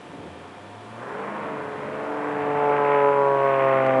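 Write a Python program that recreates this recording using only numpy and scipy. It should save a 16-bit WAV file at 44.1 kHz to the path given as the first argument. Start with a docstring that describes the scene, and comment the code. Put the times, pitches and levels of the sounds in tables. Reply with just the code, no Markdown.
"""A growling drone climbs in pitch and swells: a small piston aeroplane opens its throttle,
swings toward the listener under open sky and starts to pass. The propeller's pulses arrive twice,
directly and off the ground, over a throbbing exhaust with swelling tones and rasping puffs of gas.
Beneath lie light wind, hiss, and the faint motor whine and one tick of a camera."""
import sys
import numpy as np
from scipy import signal
from scipy.fft import rfft, irfft
from scipy.io import wavfile
from scipy.ndimage import uniform_filter1d, map_coordinates

SR = 44100
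rng = np.random.default_rng(int(sys.argv[2]) if len(sys.argv) > 2 else 0)


def dump_mix(stems):
    """Bounce the given channels to the path in sys.argv[1] as a 16-bit WAV at rate SR."""
    frames = np.atleast_2d(stems).T  # one column per channel
    limited = np.clip(frames, -1, 1)  # hard clip at full scale
    pcm = np.round(limited * 32767).astype(np.int16)
    wavfile.write(sys.argv[1], SR, pcm)


N = 176400
TIME = np.arange(N) / SR

# Tone colours of wind, microphone hiss, camera tick, exhaust roar, exhaust rasp and one blade pulse.
# Each row: frequency in Hz, relative level in dB.
WIND_EQ = [(25, -43), (50, -28.5), (90, -5.5), (150, -3), (280, -1.5), (400, -0.5), (600, -6.5),
           (1000, -10), (1500, -23), (2500, -16.5), (3400, -18), (4300, -29), (6000, -39)]
HISS_EQ = [(100, 0), (4000, 1), (6000, -3), (6900, -4.5), (7400, -2.5), (8000, -4.5), (11000, -9)]
TICK_EQ = [(1000, -5), (4000, 4), (11000, -8)]
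ROAR_EQ = [(30, -59.5), (60, -35), (100, -16.5), (170, -13.5), (220, -7.5), (270, -14.5), (330, -5),
           (400, -8.5), (520, -1), (640, -4), (780, -5), (930, -3.5), (1060, -1), (1200, -6), (1500, -7),
           (2200, -17.5), (3500, -42), (6000, -72)]
RASP_EQ = [(400, -37), (1000, -1.5), (1500, -4), (2000, -1.5), (2600, -6.5), (3100, -15.5), (3800, -31.5),
           (5000, -54.5), (10000, -69)]
BLADE_EQ = [(130, -29.5), (280, -3.5), (420, 4.5), (560, 5.5), (700, 4.5), (850, -0.5), (1000, 3.5),
            (1130, -0.5), (1280, -9.5), (1450, -9), (1800, -24.5), (2600, -36), (3500, -50.5)]
# Whine of the camera motor. Each row: frequency in Hz, level in dB.
MOTOR_TONES = [(283, -58), (535, -75), (714, -53), (893, -54.5), (1190, -61), (1723, -74), (1783, -61.5),
               (2261, -75), (2379, -63), (3208, -69.5)]
# Hum of the exhaust. Each row: time in seconds, firing tone level in dB, its octave's level in dB.
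FIRING_LEVELS = [(0, -78, -61), (.3, -59.5, -57), (.5, -54.5, -58.5), (1.0, -45.5, -48.5),
                 (1.2, -53.5, -66), (1.5, -50, -54), (2.0, -44.5, -68), (2.08, -59, -41.5),
                 (2.28, -50, -34), (2.5, -39.5, -41.5), (3.1, -40, -55.5), (3.5, -38, -50.5),
                 (3.8, -33.5, -40), (4, -35, -30.5)]
# The firing tone wavers most while the plane is far. Each row: time in seconds, signed depth in dB.
FIRING_WAVER = [(0, -3), (1.5, 2), (2.5, 0.5), (4, .6)]
# Exhaust tones that bloom as the plane turns.
# Each row: multiple of the shaft rate, peak time in seconds, half width in seconds, peak level in dB.
EXHAUST_SWELLS = [(4, 1.356, 0.11, -39), (20.2, 1.316, 0.15, -45), (8.25, 1.77, 0.59, -48),
                  (9.97, 1.32, 0.14, -36.5), (16.2, 1.23, .09, -43), (13, 1.505, 0.044, -36.5),
                  (13, 1.96, 0.15, -37.5), (11, 2.2, .5, -42.5), (4.5, 2, 0.49, -46.5),
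                  (10.65, 2, 0.34, -43.5), (17.44, 2.5, .3, -39), (13, 2.52, 0.33, -35.5),
                  (11, 2.78, .3, -37.5), (16.86, 2.85, 0.49, -42.5), (6.98, 3, 0.66, -44.5),
                  (19.14, 3.2, 0.63, -36.5), (14, 3.3, 0.14, -36.5), (7.5, 3.65, 0.38, -41),
                  (4.92, 3.7, .4, -49), (13, 3.75, 0.23, -45.5), (22, 3.75, 0.3, -34.5)]
# Exhaust faders. Each row: time in seconds, roar level before its trim in dB, rasp level in dB.
EXHAUST_LEVELS = [(0, -51.5, -57), (.5, -46.5, -56), (.9, -45, -70), (1.03, -35.5, -53),
                  (1.16, -33.5, -48.5), (1.32, -31, -43), (1.5, -32, -43.5), (1.7, -33.5, -48),
                  (1.9, -34.5, -42.5), (2.2, -29.5, -45.5), (2.45, -29.5, -38.5), (2.7, -27, -37.5),
                  (2.92, -31, -32), (3.05, -30.5, -36), (3.3, -32.5, -40.5), (3.52, -31.5, -32.5),
                  (3.75, -29, -32), (4, -26, -36.5)]
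# Pitch as heard: run-up, then Doppler fall. Each row: time in seconds, blade-passing rate in Hz.
BLADE_RATE = [(0, 71), (.3, 80.46), (.5, 93), (.97, 114.2), (1.1, 132.6), (1.24, 152.5), (1.35, 157.4),
              (1.5, 147.8), (1.65, 143.1), (1.8, 141.7), (2.0, 146.6), (2.15, 147.5), (2.42, 145.7),
              (2.776, 144.3), (3.092, 141.6), (3.554, 135.6), (3.98, 131.2)]
# Propeller fader and brightness. Each row: time in seconds, level in dB, tilt in dB per octave.
PROP_LEVEL_TILT = [(0, -66, -7), (.85, -70, -13), (1.15, -40, -8), (1.35, -45, 3), (1.55, -37.5, -20.5),
                   (1.9, -38, -8.5), (2.1, -35.5, -4), (2.35, -32.5, -4), (2.6, -23.5, 2.5), (2.88, -21, 1),
                   (3.05, -20.5, -0.5), (3.4, -23, -1), (3.7, -21.5, -1), (4, -23.5, 0)]
# Bite of the blades, hardest with the disc edge-on.
# Each row: time in seconds, extra tilt above the knee in dB per octave.
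BLADE_BITE = [(0, -19), (2.55, -10), (2.9, 0), (3.3, 2.5), (3.7, 6.5), (4, -10)]
# Bounce off the ground. Each row: time in seconds, lag behind the direct sound in seconds.
GROUND_LAG = [(0, 0.002), (1.5, .0021), (1.85, 0.002), (2.1, 0.0025), (2.35, 0.00248), (2.65, 0.002346),
              (3.1, 0.0022), (3.5, 0.0018), (4, 0.0015)]


def undb(db):
    """Decibels to gain."""
    return 10 ** (np.asarray(db) / 20)


def unit(x):
    """Scale to rms 1."""
    return x / np.sqrt(np.mean(x ** 2))


def curve(table, column=1):
    """One column of a table, joined by straight lines in time."""
    rows = np.array(table)
    return np.interp(TIME, rows[:, 0], rows[:, column])


def eq_db(eq, hz):
    """Level of an EQ curve at the given frequencies."""
    rows = np.array(eq)
    return np.interp(np.log(np.maximum(hz, 1)), np.log(rows[:, 0]), rows[:, 1])


def colour(x, eq):
    """Filter through an EQ curve and scale to rms 1."""
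    hz = np.arange(N // 2 + 1) * SR / N
    return unit(irfft(rfft(x) * undb(eq_db(eq, hz)), N))


def lowpass(x, hz):
    """Roll off the treble without adding delay."""
    return signal.sosfiltfilt(signal.butter(2, hz, fs=SR, output="sos"), x)


def drift(rate_hz):
    """Smooth random wander with rms 1."""
    size = max(int(SR / rate_hz), 2)
    smoothed = uniform_filter1d(rng.standard_normal(N), size, mode="wrap")
    return unit(uniform_filter1d(smoothed, size, mode="wrap"))


def wind(level_db=-45, gust_db=-3.3, gust_top_hz=900):
    """A bed of light wind whose gusts move only the low end."""
    air = colour(rng.standard_normal(N), WIND_EQ) * undb(level_db)
    return air + lowpass(air, gust_top_hz) * (undb(gust_db * drift(4.1)) - 1)


def hiss(level_db=-59, drum_hz=59.94):
    """Microphone hiss with a faint buzz from the camera's spinning tape drum."""
    buzz = 1 + .25 * np.exp(8 * (np.cos(2 * np.pi * drum_hz * TIME) - 1))
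    return colour(rng.standard_normal(N) * buzz, HISS_EQ) * undb(level_db - .3 * drift(3.7))


def motor_whine(waver_db=1.5):
    """The camera motor sings in thin, slightly unsteady tones."""
    whine = 0
    for hz, db in MOTOR_TONES:
        gain = undb(db + waver_db * drift(4.8))
        whine += gain * np.sin(2 * np.pi * hz * TIME + .17 * drift(12))
    return np.sqrt(2) * whine


def camera_tick(start_s=3.864, level_db=-47, decay_s=.0061):
    """One tiny click of the camera body."""
    age = TIME - start_s
    envelope = (age > 0) * np.exp(-np.abs(age) / decay_s)
    return colour(rng.standard_normal(N), TICK_EQ) * envelope * undb(level_db)


def firing_hum(phase, tone_lag_rad=.7, octave_lead_rad=2.03):
    """The steady train of firings hums a low tone and its octave."""
    tone_db = curve(FIRING_LEVELS) + curve(FIRING_WAVER) * drift(13)
    tone = undb(tone_db) * np.cos(phase - tone_lag_rad)
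    octave = undb(curve(FIRING_LEVELS, column=2)) * np.cos(2 * phase + octave_lead_rad)
    return np.sqrt(2) * (tone + octave)


def exhaust_tones(phase, waver_db=1, smear_rad=.012):
    """Tones of the unequal cylinders rise out of the roar and sink back."""
    shaft = phase / 3
    tones = 0
    for order, peak_s, half_width_s, db in EXHAUST_SWELLS:
        swell = np.exp(-.5 * ((TIME - peak_s) / half_width_s) ** 2)
        gain = undb(db + waver_db * drift(4)) * swell
        offset = rng.uniform(0, 2 * np.pi) + smear_rad * order * drift(25)
        tones += gain * np.cos(order * shaft + offset)
    return tones


def cycle_noise(phase, likeness):
    """Gas noise that partly repeats with every engine cycle of six firings."""
    cycle_points = 2048
    cycles = phase / (12 * np.pi)
    fresh = rng.standard_normal((128, cycle_points))
    fresh[1:] *= np.sqrt(1 - likeness ** 2)
    blasts = signal.lfilter([1], [1, -likeness], fresh, axis=0).ravel()
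    return unit(map_coordinates(blasts, [cycles * cycle_points], order=1, mode="wrap"))


def exhaust_rasp(phase, lag_cycles=.6, bank_depth=.27, steady_gas=.49, crack_mix=.7):
    """A sharp crack and a puff of gas at every firing; two cylinder banks alternate strong and weak."""
    firing = phase - 2 * np.pi * lag_cycles
    banks = 1 + bank_depth * np.cos(firing / 2)
    cracks = np.exp(300 * (np.cos(firing) - 1)) * banks * undb(3 * drift(100))
    puffs = np.exp(8.8 * (np.cos(firing) - 1)) * banks * undb(2.5 * drift(110))
    gas = colour(cycle_noise(phase, likeness=.3) * (steady_gas + puffs), RASP_EQ)
    return unit(gas + crack_mix * colour(cracks, RASP_EQ)) * undb(curve(EXHAUST_LEVELS, column=2))


def exhaust_roar(phase, throb=.34, trim_db=-1):
    """Each cylinder's blast is much the same every cycle, which makes a dense, throbbing growl."""
    gas = cycle_noise(phase, likeness=.56) * (1 + throb * np.cos(phase))
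    return colour(gas, ROAR_EQ) * undb(curve(EXHAUST_LEVELS) + trim_db)


def with_ground_bounce(direct, share=.78, top_hz=1610):
    """Add the ground reflection: grass scatters its treble, and its lag shifts as the plane moves."""
    return direct + share * np.interp(TIME - curve(GROUND_LAG), TIME, lowpass(direct, top_hz))


def propeller(blade_hz, phase, pivot_hz=450, knee_hz=880, skew_rad=2.55, flutter_db=.97):
    """One push-pull pressure pulse per blade, sharper as the disc turns edge-on."""
    tilt, bite = curve(PROP_LEVEL_TILT, column=2), curve(BLADE_BITE)
    pulses, power = 0, 0
    for harmonic in range(1, 21):
        hz = harmonic * blade_hz
        octaves_over_knee = np.maximum(np.log2(hz / knee_hz), 0)
        gain = undb(eq_db(BLADE_EQ, hz) + tilt * np.log2(hz / pivot_hz) + bite * octaves_over_knee)
        pulses += gain * np.cos(harmonic * phase + skew_rad)
        power += gain ** 2 / 2
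    return pulses / np.sqrt(power) * undb(curve(PROP_LEVEL_TILT) + flutter_db * drift(24))


def scene():
    """Propeller and engine share one shaft, with three blade passes and three firings a turn."""
    blade_hz = curve(BLADE_RATE) * (1 + .001 * drift(12))
    phase = 2 * np.pi * np.cumsum(blade_hz) / SR
    exhaust = exhaust_roar(phase) + exhaust_tones(phase) + exhaust_rasp(phase) + firing_hum(phase)
    blades = with_ground_bounce(propeller(blade_hz, phase))
    background = wind() + hiss() + motor_whine() + camera_tick()
    return (background + exhaust + blades)[None]


def record(dry):
    """A steep high cut takes off the top."""
    top_hz = 11100
    return signal.sosfilt(signal.ellip(12, .2, 80, top_hz, fs=SR, output="sos"), dry)


dry = scene()
out = record(dry)
dump_mix(out)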